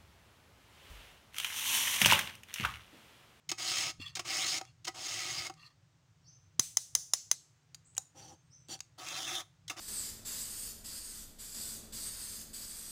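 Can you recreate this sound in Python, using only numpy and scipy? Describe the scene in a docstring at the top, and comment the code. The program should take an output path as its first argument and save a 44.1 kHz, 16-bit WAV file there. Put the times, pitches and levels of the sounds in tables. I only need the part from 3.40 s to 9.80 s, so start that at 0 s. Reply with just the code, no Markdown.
"""Filing a saw chain in a forest clearing

A round file is set on the cutters of a saw chain, pushed across and drawn back: random bites ring the steel.
In a pause the file is knocked clean with five sharp taps and the chain scrapes along its bar, clinking.
Far birds chirp as gliding sines, scattered reflections make the trees' bright echo,
and filtered noise gives faint air and a low rumble under all."""
import sys
import numpy as np
from scipy import signal
from scipy.io import wavfile
from scipy.ndimage import uniform_filter1d

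SR = 44100
rng = np.random.default_rng(int(sys.argv[2]) if len(sys.argv) > 2 else 0)


def convert_level_to_amplitude(level_db):
    """Map a level in decibels to its linear amplitude factor."""
    exponent = np.asarray(level_db, float) / 20
    return 10 ** exponent


def generate_wav(sig):
    """Save sig (samples, or channels by samples) to the path in sys.argv[1] as 16-bit PCM at SR."""
    pcm = np.round(np.clip(np.atleast_2d(sig).T, -1, 1) * 32767).astype(np.int16)
    wavfile.write(sys.argv[1], SR, pcm)


N = 282240  # 6.4 s

# Resonances of the long bar, its groove and the two cutters: mode_hz, width_hz, level_db
BAR = [(353.2, 40, 8), (690, 110, -7.5), (764, 28.6, 13), (942, 130, 0.5), (1147, 81, 6.5),
       (1260, 20.5, 11)]
GROOVE = [(139, 22, 23), (334.8, 72, 14.5), (525, 48, 12.5), (653, 90, 5), (781, 37, 20), (1060, 92, -9),
          (1242, 26, 3)]
FIRST_CUTTER = [(1987, 27, 11.5), (2163, 49, 16), (2265, 37, 9.5), (2557, 16, 11.5), (3236, 41, 5),
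                (3335, 63, -3.5), (3546, 35, -8), (4350, 140, 6.5), (4916, 370, 11.5), (5300, 160, 8.5),
                (6450, 320, 7.5), (6660, 78, 5.5), (7540, 570, -3)]
NEXT_CUTTER = [(1690, 250, -38), (2150, 35, -11), (2690, 250, 9.5), (2880, 1350, -6), (3630, 130, 6.5),
               (4050, 53, 4.5), (4590, 330, -3.5), (4970, 600, 2), (6100, 160, -10), (6300, 280, -4),
               (7300, 300, -8.5), (9330, 800, -8.5), (14700, 500, -39.5)]
# Spectrum of a hard crack of steel on steel: freq_hz, level_db (per Hz)
CRACK = [(300, -66), (1000, -33), (3000, -4.5), (6000, 12), (9000, -4), (13000, -31.5), (15000, -19.5),
         (16500, -29)]
OFF_DB = -20  # extra drop where a stroke's contact begins and ends


def pushes():
    """Cutting strokes: the file bites the cutter, and its rows of teeth add a gliding tone."""
    # Pushes: start_s, length_s, pressure_db, peak_place (0-1), bar_share_db at the peak
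    push_rows = [(0.174, 0.35, -38, 0.53, -13), (0.843, 0.36, -38.5, 0.4, -10.5),
                 (1.539, 0.555, -43.5, 0.42, -10), (5.578, 0.4542, -42.5, 0.87, -8),
                 (6.36, 0.42, -43, 0.3, -6)]
    # Pitch of the passing teeth, one row a push: start_hz, end_hz, level_db
    teeth_rows = [(2240, 5500, -21.5), (1500, 6000, -5.5), (2440, 3100, -41), (3200, 3620, -7),
                  (3020, 3000, -6)]
    # Handling: touch_s, lift_s, enter_db, leave_db, bar_steadiness (ratio)
    push_hand = (0.01, 0.018, -11, -7, 0.8)
    out = np.zeros(N)
    for row, pitch in zip(push_rows, teeth_rows):
        s, sound = stroke(row, push_hand, cutter_at(row[0]), BAR, bites_per_s=5000, spread_db=2.5,
                          judder_db=0.5, grit_db=-0.5, shift_db=4.0, pitch=pitch)
        add(out, s, sound)
    return out


def slides():
    """The file slides back lightly and rings its own modes, with little grit."""
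    # Slides: start_s, length_s, pressure_db, peak_place (0-1), low_share_db at the peak
    slide_rows = [(0.588, 0.17, -50, 0.21, -7.5), (1.234, 0.094, -59.5, 0.65, -14),
                  (2.159, 0.18, -61.5, 0.63, -2)]
    # Resonances of the loose file, two low modes first: mode_hz, width_hz, level_db
    loose_file = [(1190, 69, -10), (1840, 72, -12.5), (2370, 19, -12), (2755, 58, -1), (3405, 120, 1),
                  (4370, 210, 0.5), (4970, 73, -15.5), (5700, 29, -16), (6160, 41, -13.5), (7270, 200, -18),
                  (7940, 57, -45), (8550, 31, -61)]
    # Handling: touch_s, lift_s, enter_db, leave_db, low_steadiness (ratio)
    slide_hand = (0.015, 0.08, -13.5, -12.5, 0.43)
    out = np.zeros(N)
    for row in slide_rows:
        s, sound = stroke(row, slide_hand, loose_file[2:], loose_file[:2], bites_per_s=7700, spread_db=1.0,
                          judder_db=2.0, grit_db=-36, shift_db=5.5)
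        add(out, s, sound)
    return out


def bumps():
    """The file lands, skids or bites hard on the chain: a rattle of contacts that builds, then dies away."""
    # Landings, skids and hard bites: start_s, level_db, bar_share_db, rise_s, t60_s
    bump_rows = [(0.0896, -23, -21, 0.0034, 0.052), (0.101, -28.5, -22, 0.0036, 0.014),
                 (0.1145, -21, -13, 0.002, 0.042), (0.7519, -25, -25, 0.0017, 0.11),
                 (0.768, -24.5, -12.5, 0.0022, 0.037), (0.7924, -20.5, -12, 0.0025, 0.05),
                 (1.182, -21.5, -23, 0.0018, 0.0083), (1.2111, -30.5, 0, 0.0027, 0.014),
                 (1.444, -28, -26, 0.0086, 0.04), (1.4657, -24.5, -11, 0.017, 0.046),
                 (2.067, -21.5, -17.5, 0.0011, 0.0081), (2.0964, -35, 2.5, 0.0018, 0.035),
                 (5.6855, -21, -32, 0.0011, 0.015), (6.279, -28.5, -37, 0.0016, 0.054),
                 (6.2964, -23, -13.5, 0.0031, 0.074), (6.3065, -35, -4.5, 0.002, 0.11)]
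    out, t = np.zeros(N), np.arange(SR // 6) / SR
    for s, db, bar_db, rise_s, t60 in bump_rows:
        decay = convert_level_to_amplitude(-60 * np.maximum(t - rise_s, 0) / max(t60, .005))
        force = np.minimum(t / rise_s, 1) * decay * rng.standard_normal(len(t))
        sound = steel(force, cutter_at(s), BAR, bar_db + 9.5, grit_db=0.39, shift_db=3.5)
        add(out, s, convert_level_to_amplitude(db - 14.5) * sound)
    return out


def chain_scrapes():
    """Scrapes on the chain: it is pulled along the bar, then the file is set on it; links and groove ring."""
    # Scrapes: start_s, length_s, pressure_db, peak_place (0-1), groove_share_db at the peak
    scrape_rows = [(4.745, 0.22, -61, 0.4, 4), (5.282, 0.095, -47, 0.38, -4.5)]
    # Resonances of the chain: mode_hz, width_hz, level_db
    chain = [(2230, 98, -34), (2790, 72, 1), (3400, 520, 2), (4610, 210, 11.5), (5850, 240, 13.5),
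             (7000, 280, 8), (8260, 240, -1), (10950, 420, -34)]
    # Handling: touch_s, lift_s, enter_db, leave_db, groove_steadiness (ratio)
    scrape_hand = (0.012, 0.025, -5, -7, 0.4)
    out = np.zeros(N)
    for row in scrape_rows:
        s, sound = stroke(row, scrape_hand, chain, GROOVE, bites_per_s=7400, spread_db=2.0,
                          judder_db=0.5, grit_db=-9.5, shift_db=3.5)
        add(out, s, sound)
    return out


def stroke(row, hand, modes, low_modes, bites_per_s, spread_db, judder_db, grit_db, shift_db, pitch=None):
    """Teeth or contacts bite at random, a few hard; the hand's judder shakes the pressure."""
    s, db, low_db = pressure(*row, hand)
    count = len(db)
    bites = (rng.random(count) < bites_per_s / SR) * rng.choice([-1, 1], count)
    bites = bites * convert_level_to_amplitude(spread_db * np.minimum(rng.exponential(1, count), 5))
    force = evened(bites * convert_level_to_amplitude(judder_db * wander(count, 200)))
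    sound = steel(force, modes, low_modes, low_db, grit_db, shift_db)
    if pitch:
        add(sound, 0, teeth(force[:round(row[1] * SR)], *pitch))
    return s, sound * convert_level_to_amplitude(db)


def pressure(start, length, peak_db, peak_at, low_db, hand):
    """Touch, a swell to the peak, a sag, then the lift; the low body follows the pressure only in part."""
    touch_s, lift_s, enter_db, leave_db, steadiness = hand
    t = np.arange(0, 0.65, 1 / SR)
    u = t / length
    peak = np.clip(peak_at, .05, .95)
    swell_db = enter_db * np.maximum(1 - u / peak, 0) ** 2
    sag_db = leave_db * np.maximum((u - peak) / (1 - peak), 0) ** 2.63
    lean_db = swell_db + sag_db
    edge_db = OFF_DB * np.maximum(np.maximum(1 - t / touch_s, 1 - (length - t) / lift_s), 0)
    low_share_db = low_db - steadiness * np.maximum(lean_db + edge_db / 2, OFF_DB)
    return start, peak_db + lean_db + edge_db, low_share_db


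def teeth(force, start_hz, end_hz, db):
    """The rows of teeth pass at a rate set by the speed: noise in a narrow band around a gliding pitch."""
    turn = np.exp(2j * np.pi * np.cumsum(np.linspace(start_hz, end_hz, len(force))) / SR)
    r = np.exp(-np.pi * 600 / SR)
    slow = force / turn  # the gliding pitch is moved to 0 Hz, smoothed twice there, then moved back
    for _ in range(2):
        slow = signal.lfilter([1 - r], [1, -r], slow)
    return convert_level_to_amplitude(db) * evened((turn * slow).real)


def steel(force, modes, low_modes, low_db, grit_db, shift_db):
    """A force rings small steel parts and a low body, and radiates directly as grit.
    As the contact moves it crosses nodes, so each mode swells and fades on its own."""
    # Spectrum of the direct grit: freq_hz, level_db (per Hz)
    grit_spectrum = [(880, -65), (1500, -12.5), (2630, 9), (3740, 4.5), (4260, -8.5), (5100, 7.5),
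                     (6430, 2.5), (8090, -12), (9040, -5), (12300, -44), (15200, -11), (16000, -14.5),
                     (16500, -62.5)]
    count = len(force)

    def rung(table, swell_db):
        total = np.zeros(count)
        for response in ring(table):
            moving = force * convert_level_to_amplitude(swell_db * wander(count, 1200))
            total += signal.oaconvolve(moving, response)[:count]
        return total

    grit = convert_level_to_amplitude(grit_db) * coloured(force, grit_spectrum)
    small = above(rung(modes, shift_db) + grit, hz=1830)
    low = above(rung(low_modes, shift_db / 2), hz=0.82 * low_modes[0][0])
    return small + convert_level_to_amplitude(low_db) * low


def cutter_at(s):
    """Resonances of the cutter under the file: the next one is worked from 5 s on."""
    return FIRST_CUTTER if s < 5 else NEXT_CUTTER


def clinks():
    """A short rattle that ticks, rings two heavily damped modes of a link and knocks the bar's groove."""
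    # Link clinks: start_s, level_db, low_ring_hz, high_ring_hz, t60_s (of the rattle)
    clink_rows = [(1.2521, -33.5, 3400, 5900, 0.0081), (2.139, -38, 5250, 6300, 0.014),
                  (4.3457, -26, 4810, 6600, 0.026), (4.5506, -41, 4970, 6770, 0.016),
                  (4.5667, -30, 2930, 8100, 0.035), (4.5794, -9.5, 6930, 7340, 0.015),
                  (4.795, -41, 3400, 6960, 0.013), (5.2853, -30, 4600, 6600, 0.0099),
                  (5.3912, -34.5, 4430, 6000, 0.012), (5.405, -20, 5000, 6200, 0.017)]
    out, t = np.zeros(N), np.arange(4000) / SR
    for s, db, low_hz, high_hz, t60 in clink_rows:
        force = rng.standard_normal(len(t)) * convert_level_to_amplitude(-60 * t / max(t60, .004))
        link = ring([(low_hz, 350, 0), (high_hz, 900, 0)]).sum(0)
        tick = 0.21 * coloured(force, CRACK)
        rung = above(signal.oaconvolve(force, link)[:len(t)], hz=875)
        groove = convert_level_to_amplitude(-22.5) * signal.oaconvolve(force, ring(GROOVE[2:]).sum(0))[:len(t)]
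        add(out, s, convert_level_to_amplitude(db - 14.5) * (tick + rung + groove))
    return out


def taps():
    """Each knock: a first touch, the blow and two rebounds, damped by the hand; also the part sent to the trees."""
    # Knocks on steel: start_s, level_db, echo_db
    tap_rows = [(3.1951, -5.5, -11.5), (3.3701, -8.5, -17), (3.5509, -6.5, -13.5), (3.7352, -6.5, -13.5),
                (3.9135, -7.5, -15)]
    # Resonances of the knocked steel: mode_hz, width_hz, level_db
    knock = [(1163, 45, -35), (2080, 65, -17.5), (3184, 52, -29.5), (4200, 410, -13.5), (5300, 69, -6),
             (5820, 71, -23), (6260, 150, 3.5), (6990, 182, -6), (6750, 150, -5.5), (7370, 62, -17),
             (8940, 1000, -12.5), (9490, 370, -11.5), (14680, 920, -27.5)]
    near, far, t = np.zeros(N), np.zeros(N), np.arange(3000) / SR
    steel_ring = above(ring(knock).sum(0)[:len(t)], hz=427)
    crack = coloured(signal.unit_impulse(len(t)), CRACK)
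    for s, db, echo_db in tap_rows:
        force = rng.standard_normal(len(t)) * (0.1152 * (t < .0034) + 0.068 * np.exp(-t / 0.014))
        hits = np.array([0, 40, 82, 140]) + rng.integers(0, 6, 4)  # samples
        force[hits] += [.6, 2.5, 1.3, -.9]
        blow = signal.oaconvolve(force, steel_ring + convert_level_to_amplitude(-6.0) * crack)[:len(t)]
        add(near, s, convert_level_to_amplitude(db - 4.5) * blow)
        sent = (0.63 * steel_ring + crack) * (1 + .5 * wander(len(t), 12))
        add(far, s, convert_level_to_amplitude(db + 6.5 + echo_db) * sent)
    return near, far


def thuds():
    """The saw body jolts on the ground: low damped sines."""
    # Jolts: start_s, level_db, pitch_hz, t60_s
    thud_rows = [(0.591, -49, 97, 0.39), (0.6, -40.5, 265, 0.036), (3.195, -38.5, 130, 0.084),
                 (3.193, -30.5, 256.2, 0.021)]
    out, t = np.zeros(N), np.arange(SR // 4) / SR
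    for s, db, hz, t60 in thud_rows:
        add(out, s, convert_level_to_amplitude(db - 60 * t / t60) * np.sin(2 * np.pi * hz * t))
    return out


def tap_echo(far):
    """The trees send the taps back, coloured by the leaves."""
    # Spectrum of the leaves' echo: freq_hz, level_db (relative)
    leaves = [(300, -5.5), (1000, -10.5), (2500, -3.5), (5000, -6.5), (8000, -3), (12000, -3.5), (15000, 8),
              (16300, -13.5)]
    return coloured(trees(far, t60=0.32, gap_s=0.019, rise_s=0.011, far_db=-22.5), leaves)


def trees(x, t60, gap_s, rise_s, far_db):
    """Scattered echoes from trunks and leaves: silent at first, swelling, then dying, the treble first."""
    t = np.arange(SR) / SR
    slots = np.arange(0, SR - 10, 10)  # one reflection at random in every 10 samples
    tail = np.zeros(SR)
    tail[slots + rng.integers(0, 10, len(slots))] = rng.choice([-1., 1.], len(slots))
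    swell = 1 - np.exp(-np.maximum(t - gap_s, 0) / rise_s)
    tail *= swell * (convert_level_to_amplitude(-60 * t / t60) + convert_level_to_amplitude(far_db - 25 * t / t60))
    tail -= above(tail, hz=7800) * (1 - convert_level_to_amplitude(-40 * t))  # air soaks up treble on long paths
    return signal.oaconvolve(x, tail / np.linalg.norm(tail))[:N]


def birds():
    """Whistles that slow onto their last note and are loudest there, heard mostly as echo."""
    # Chirps and thin whistles: start_s, glide_s, start_hz, end_hz, level_db (relative)
    chirp_rows = [(2.81, .03, 5700, 5500, -74), (2.838, .045, 3900, 6200, -59),
                  (4.443, .015, 5800, 8100, -60), (4.79, .04, 4500, 6350, -60),
                  (4.96, .14, 8200, 8300, -84), (5.1, .035, 4800, 6150, -58), (5.15, .1, 7850, 7650, -82)]
    out = np.zeros(N)
    for s, glide_s, start_hz, end_hz, db in chirp_rows:
        u = np.arange(0, 1.3, 1 / (glide_s * SR))  # past 1 the last note is held
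        hz = end_hz + (start_hz - end_hz) * np.maximum(1 - u, 0) ** 1.4
        tone = np.sin(2 * np.pi * np.cumsum(hz) / SR)
        add(out, s, convert_level_to_amplitude(db + 11.1 * (u - 0.5)) * tone * signal.windows.tukey(len(u), .3))
    return .3 * out + trees(out, t60=.45, gap_s=.002, rise_s=.004, far_db=-40)


def background(file):
    """Faint forest air and a low rumble that comes in random lumps and grows while the saw is worked."""
    # Spectra of the air and the rumble: freq_hz, level_db (per Hz)
    air_spectrum = [(150, -27), (250, -6), (420, -12.5), (1300, -13.5), (4000, -19), (6500, -18.5),
                    (8500, -25.5), (11000, -40), (15300, -32.5), (16500, -39)]
    rumble_spectrum = [(15, -56.5), (25, -31), (54, -10.5), (75, -4), (113, 5.5), (148, 2.5), (169, 3.5),
                       (184, -26.5), (330, -24), (430, -59.5), (730, -120)]
    # Course of the rumble: time_s, level_db (before lumps and shaking)
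    rumble_course = [(0.0, -64), (2.1, -64.5), (2.5, -72), (3.201, -63.5), (4.1, -71), (5.4, -64.5),
                     (6.4, -67)]
    air = convert_level_to_amplitude(-75.5) * coloured(rng.standard_normal(N), air_spectrum)
    s, db = np.transpose(rumble_course)
    shaking = convert_level_to_amplitude(-32.5) * uniform_filter1d(abs(file), 2000)  # filing shakes the saw body
    strength = convert_level_to_amplitude(np.interp(np.arange(N) / SR, s, db)) + shaking
    lumps = convert_level_to_amplitude(2.5 * wander(N, round(0.076 * SR)))
    return air + strength * lumps * coloured(rng.standard_normal(N), rumble_spectrum)


def evened(x):
    """Scales to rms 1."""
    return x / np.sqrt(np.mean(x ** 2) + 1e-20)


def wander(count, span):
    """Slow chance of rms 1 that changes over about span samples."""
    return evened(uniform_filter1d(uniform_filter1d(rng.standard_normal(count), span), span))


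def add(mix, s, sound):
    """Mixes a sound in at time s."""
    part = mix[round(s * SR):][:len(sound)]
    part += sound[:len(part)]


def above(x, hz):
    """High-pass: small parts cannot radiate long waves."""
    return signal.sosfilt(signal.butter(4, hz, "high", fs=SR, output="sos"), x)


def ring(modes):
    """Impulse responses of a set of damped modes, one row each, energy 1 in all."""
    t = np.arange(4096) / SR
    out = np.array([convert_level_to_amplitude(db) * width * np.exp(-np.pi * width * t) * np.sin(2 * np.pi * hz * t)
                    for hz, width, db in modes])
    return out / np.linalg.norm(out)


def coloured(x, points):
    """Causal filter of energy 1 with the given shape of spectrum (minimum phase)."""
    hz, db = np.transpose(points)
    half = np.interp(np.log(np.fft.rfftfreq(8192, 1 / SR) + 1), np.log(hz), db)
    log_gain = np.log(convert_level_to_amplitude(np.maximum(np.r_[half, half[-2:0:-1]], -100)))
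    # the Hilbert transform of the log gain gives the minimum phase
    response = np.fft.ifft(np.exp(np.conj(signal.hilbert(log_gain)))).real[:4096]
    return signal.oaconvolve(x, response / np.linalg.norm(response))[:len(x)]


def scene():
    """File, chain, taps, their echo, birds and background."""
    file = pushes() + slides() + chain_scrapes() + bumps() + clinks()
    near, far = taps()
    file_echo = convert_level_to_amplitude(-18.5) * trees(file, t60=0.22, gap_s=0.0016, rise_s=0.0048, far_db=-18.5)
    return (file + file_echo + near + thuds() + tap_echo(far) + birds() + background(file))[None]


def band_limit(x):
    """A steep low-pass at the top of the band."""
    return signal.sosfilt(signal.butter(12, 16650, fs=SR, output="sos"), x)


def record(dry):
    """Limits the band to 16.7 kHz with a linear-phase low-pass."""
    limited = signal.oaconvolve(dry, signal.firwin(255, 16700, fs=SR)[None], "same")
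    return band_limit(limited)


dry = scene()
out = record(dry)
generate_wav(out)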